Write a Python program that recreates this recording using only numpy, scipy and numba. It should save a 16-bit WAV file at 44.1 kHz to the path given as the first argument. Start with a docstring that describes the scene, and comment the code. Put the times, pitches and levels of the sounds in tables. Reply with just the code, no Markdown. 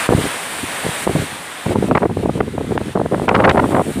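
"""A seaside promenade at night: wind buffets a camera's microphone over the wash of surf.
At first the surf is loudest, broken by brief gusts; each eddy is a low thump, brighter when fast.
Just before halfway the wind picks up while the surf sinks.
Near the end the wind tears hardest and the surf swells again;
the camera's gain control ducks the surf under the strong blows."""
import sys
import numpy as np
from scipy import signal
from scipy.fft import rfft, irfft, next_fast_len
from scipy.io import wavfile
from scipy.ndimage import uniform_filter1d, minimum_filter1d, map_coordinates
from numba import njit

SR = 44100
rng = np.random.default_rng(int(sys.argv[2]) if len(sys.argv) > 2 else 0)


def transcribe(signal):
    """Save signal, clipped to [-1, 1], as a 16-bit WAV file at the path in sys.argv[1]."""
    frames = np.atleast_2d(signal).T
    limited = np.clip(frames, -1, 1)
    pcm = np.round(limited * 32767).astype(np.int16)
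    wavfile.write(sys.argv[1], SR, pcm)


N = 176400  # 4 s


def wind_buffeting(octaves_per_db=0.1412):
    """Turbulent pressure at the microphone; the strongest flow sets the corner, swells are brighter."""
    flow_power, flow_weighted_hz = steady_flow(octaves_per_db)
    eddy_power, eddy_weighted_hz, kicks = eddies()
    power = flow_power + eddy_power
    mean_corner_hz = (flow_weighted_hz + eddy_weighted_hz) / power
    ragged_db = 2.5 * wobble(rate_hz=220)  # fine break-up of all the flow
    corner_hz = mean_corner_hz * 2 ** (octaves_per_db * ragged_db)
    step_rad = np.minimum(2 * np.pi * corner_hz / SR, 0.5)
    turbulence = np.sqrt(power) * amp(ragged_db) * rng.standard_normal(N)
    drive = 2 * (turbulence + kicks) / np.sqrt(step_rad)  # level independent of corner
    return moving_lowpass(drive, step_rad, damping=1.407, stages=2)


# Steady wind on the microphone: time_s, level_db, corner_hz
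FLOW_CURVE = [(0, -42, 300), (.07, -46, 300), (.12, -25, 280), (.26, -29, 280), (.34, -45.5, 250),
              (.8, -42, 250), (1.0, -43, 248), (1.15, -21, 258), (1.3, -44.5, 250), (1.63, -53, 250),
              (1.68, -20, 318), (2.1, -23.5, 268), (2.38, -21.5, 280), (2.52, -29.5, 252),
              (2.75, -20.5, 306), (2.92, -28.5, 283), (3.02, -21.5, 353), (3.25, -24, 352),
              (3.46, -13.5, 770), (3.68, -15, 645), (3.8, -20, 526), (3.85, -29, 285), (4, -20, 320)]


def steady_flow(octaves_per_db, gain_db=0.5):
    """Airflow with random swells: its power and power-weighted corner."""
    level_db, corner_hz = curves(FLOW_CURVE)
    swell_db = 3 * wobble(rate_hz=35)
    power = amp(gain_db + level_db + swell_db) ** 2
    return power, power * corner_hz * 2 ** (octaves_per_db * swell_db)


# Eddies hitting the microphone: centre_s, length_s, level_db, corner_hz
EDDY_HITS = [(.091, 0.002, -0.5, 960), (.107, 0.0089, -9, 786), (0.126, 0.0088, -6.5, 780),
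             (0.136, 0.0034, -10, 660), (0.148, .005, -7.5, 350), (0.181, 0.013, -10, 438),
             (0.214, 0.0095, -16.5, 450), (0.252, 0.028, -16, 400), (0.636, .012, -14.5, 345),
             (0.849, 0.011, -15.5, 500), (.865, 0.0057, -11.5, 516), (0.888, 0.012, -15, 338),
             (1.069, 0.0027, -9.5, 650), (1.075, 0.0029, -3.5, 890), (1.096, 0.0079, -8, 780),
             (1.152, 0.003, -7.5, 398), (1.16, 0.0092, -10, 412), (1.198, .008, -15.5, 303),
             (1.222, 0.022, -11.5, 420), (1.328, 0.021, -27.5, 300), (1.665, 0.01, -9.5, 570),
             (1.71, 0.045, -12, 546), (1.758, 0.0088, -10, 720), (1.786, 0.02, -11, 486),
             (1.827, 0.0049, -10.5, 556), (1.842, 0.0037, -9, 634), (1.912, 0.002, 3, 1460),
             (1.918, 0.0074, -4.5, 840), (1.955, .009, -3, 1580), (1.973, 0.014, -8, 1210),
             (2.031, 0.037, -11, 780), (2.056, 0.02, -13.5, 646), (2.098, 0.0065, -16, 712),
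             (2.171, 0.01, -11, 443), (2.199, 0.013, -16.5, 486), (2.238, 0.016, -13.5, 484),
             (2.294, 0.0082, -8.5, 680), (2.387, 0.051, -16.5, 530), (2.409, 0.0061, -4, 1160),
             (2.581, 0.0048, -10.5, 830), (2.607, 0.019, -21, 620), (2.644, 0.011, -17, 553),
             (2.71, 0.0055, -11, 730), (2.722, 0.0053, -7.5, 880), (2.762, 0.027, -18, 760),
             (2.778, .002, -5.5, 1540), (2.813, 0.02, -16, 600), (2.958, 0.011, -11, 716),
             (2.974, 0.0023, -9.5, 850), (2.997, 0.013, -11, 695), (3.016, 0.0047, -11.5, 666),
             (3.061, 0.0037, -12, 720), (3.126, 0.014, -11.5, 720), (3.141, 0.02, -10.5, 840),
             (3.198, .002, -10, 870), (3.219, .002, -10.5, 780), (3.283, 0.0029, -5, 905),
             (3.295, 0.011, -7, 1540), (3.315, 0.0057, -4.5, 900), (3.351, 0.0074, -2, 2060),
             (3.363, 0.0039, -5, 2070), (3.4, 0.018, -13, 880), (3.45, .012, 0.5, 1960),
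             (3.479, 0.014, -2.5, 1050), (3.497, 0.013, -4.5, 2060), (3.511, 0.0065, -5, 1650),
             (3.559, .002, -6.5, 1100), (3.58, 0.012, -0.5, 1370), (3.596, 0.015, -6, 1510),
             (3.641, 0.021, -9.5, 970), (3.747, 0.046, -8.5, 1120), (3.773, 0.012, -14, 1000),
             (3.795, 0.023, -12.5, 805)]


def eddies(burst_gain_db=-3.5, kick_gain_db=-0.5):
    """Each eddy is a bell-shaped burst of turbulence with one pressure kick at its centre."""
    time_s = np.arange(N) / SR
    power, weighted_hz, kicks = np.zeros((3, N))
    for centre_s, length_s, level_db, corner_hz in EDDY_HITS:
        bell = np.exp(-(2 * (time_s - centre_s) / length_s) ** 2)
        burst_power = amp(burst_gain_db + level_db) ** 2 * bell
        power += burst_power
        weighted_hz += burst_power * corner_hz
        kicks[int(centre_s * SR)] = amp(kick_gain_db + level_db) * np.sqrt(2 * SR / corner_hz)
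    return power, weighted_hz, kicks


# Whole surf: time_s, level_db
SURF_CURVE = [(0, -29.5), (.12, -32), (.22, -30), (.4, -34), (.75, -33.5), (.93, -32), (1.04, -31.5),
              (1.22, -34.5), (1.4, -39.5), (1.62, -40), (1.85, -40.5), (2.1, -48.5), (2.35, -44.5),
              (2.55, -49.5), (2.72, -47.5), (2.87, -44.5), (3.02, -49.5), (3.22, -45.5), (3.45, -41),
              (3.75, -38), (3.94, -38), (4, -41)]
# Extra gain on the surf's body: time_s, gain_db
BODY_CURVE = [(0, 1), (.5, -0.5), (1.1, -0.5), (1.6, 1.5), (2.2, 2), (2.9, 3), (3.4, 0), (3.9, -3)]
# Spectrum of the body: frequency_hz, density_db
BODY_SPECTRUM = [(30, -47), (80, -16), (200, -5.5), (400, -4.5), (800, -1), (1300, -2.5), (1900, -1.5),
                 (2700, -5.5), (3700, -7.5), (5000, -16), (7000, -18.5), (15000, -50)]
# Spectrum of the foam's fizz: frequency_hz, density_db
FIZZ_SPECTRUM = [(2000, -41), (5000, -22), (6400, -14.5), (7700, -2), (8900, 1.5), (10000, -2),
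                 (11500, -10), (13500, -12), (15000, -15)]


def surf(body_gain_db=8, fizz_gain_db=1.5):
    """The wash of broken waves: a rushing body and the fizz of foam."""
    level_db, = curves(SURF_CURVE)
    extra_db, = curves(BODY_CURVE)
    body_db = body_gain_db + extra_db + 0.26 * wobble(rate_hz=12)
    body = amp(body_db) * patchy_noise(BODY_SPECTRUM, patchy_db=0.87)
    fizz_db = fizz_gain_db + 0.25 * wobble(rate_hz=22)
    fizz = amp(fizz_db) * patchy_noise(FIZZ_SPECTRUM, patchy_db=0.1)
    return amp(level_db) * (body + fizz)


def ducking(wind, threshold=0.48, slope=1.06, range_db=6.5, ahead_s=0.02, release_s=0.064):
    """Camera gain that drops just ahead of each strong wind peak and recovers smoothly."""
    excess = (np.abs(wind) / threshold) ** slope
    depth_nepers = np.log(np.clip(excess, 1, amp(range_db))) + 1e-12
    decay = np.arange(N) / SR / release_s
    held_nepers = np.exp(np.maximum.accumulate(np.log(depth_nepers) + decay) - decay)  # decaying peak hold
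    width = int(ahead_s * SR)
    early_gain = minimum_filter1d(np.exp(-held_nepers), width, origin=-(width // 2))
    return uniform_filter1d(early_gain, width // 2)


def amp(db):
    """Decibels to gain."""
    return 10 ** (np.asarray(db) / 20)


def unit_rms(x):
    """Scale to rms 1."""
    return x / np.sqrt(np.mean(x ** 2) + 1e-20)


def curves(rows):
    """One value per sample for each column after the time."""
    time_s, *columns = np.transpose(rows)
    return [np.interp(np.arange(N) / SR, time_s, column) for column in columns]


def wobble(rate_hz):
    """A smooth curve through random knots."""
    return map_coordinates(rng.standard_normal(4096), [np.arange(N) * rate_hz / SR], mode="wrap")


def filtered(x, response):
    """Scale the spectrum of x by response(hz)."""
    size = next_fast_len(N + 8192)
    return irfft(rfft(x, size) * response(np.fft.rfftfreq(size, 1 / SR)), size)[..., :N]


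def patchy_noise(spectrum, patchy_db):
    """Coloured noise of rms 1 with random gain patches in time and frequency."""
    cells = signal.stft(rng.standard_normal(N), nperseg=512)[2]
    patches = uniform_filter1d(rng.standard_normal(cells.shape), 6, axis=0)
    patches = unit_rms(uniform_filter1d(patches, 14, axis=1))
    noise = signal.istft(cells * amp(patchy_db * patches), nperseg=512)[1][:N]
    knot_hz, knot_db = np.transpose(spectrum)
    coloured = filtered(noise, lambda hz: amp(np.interp(np.log(hz + 1), np.log(knot_hz), knot_db)))
    return unit_rms(coloured)


@njit
def moving_lowpass(x, step_rad, damping, stages):
    """A chain of two-pole low-passes; step_rad is the corner in radians per sample."""
    low, band, y = np.zeros(stages), np.zeros(stages), np.zeros(len(x))
    for i in range(len(x)):
        sample = x[i]
        for k in range(stages):
            low[k] += step_rad[i] * band[k]
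            band[k] += step_rad[i] * (sample - low[k] - damping * band[k])
            sample = low[k]
        y[i] = sample
    return y


def scene(mic_cut_hz=87.3, rumble_cut_hz=57):
    """High-passed wind over ducked surf at one microphone, alike in both channels."""
    mic_rolloff = signal.butter(2, mic_cut_hz, "high", fs=SR, output="sos")
    rumble_filter = signal.butter(1, rumble_cut_hz, "high", fs=SR, output="sos")
    wind = signal.sosfilt(mic_rolloff, wind_buffeting())
    wind = signal.sosfilt(rumble_filter, wind)
    return np.tile(wind + surf() * ducking(wind), (2, 1))


def record(dry, ceiling=0.95, limiter_s=0.0031, top_hz=15150):
    """The camera's fast peak limiter, then its band limit."""
    width = int(limiter_s * SR)
    needed_gain = ceiling / np.maximum(np.abs(dry[0]), ceiling)
    gain = uniform_filter1d(minimum_filter1d(needed_gain, width), width)
    return filtered(dry * gain, lambda hz: hz < top_hz)


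dry = scene()
out = record(dry)
transcribe(out)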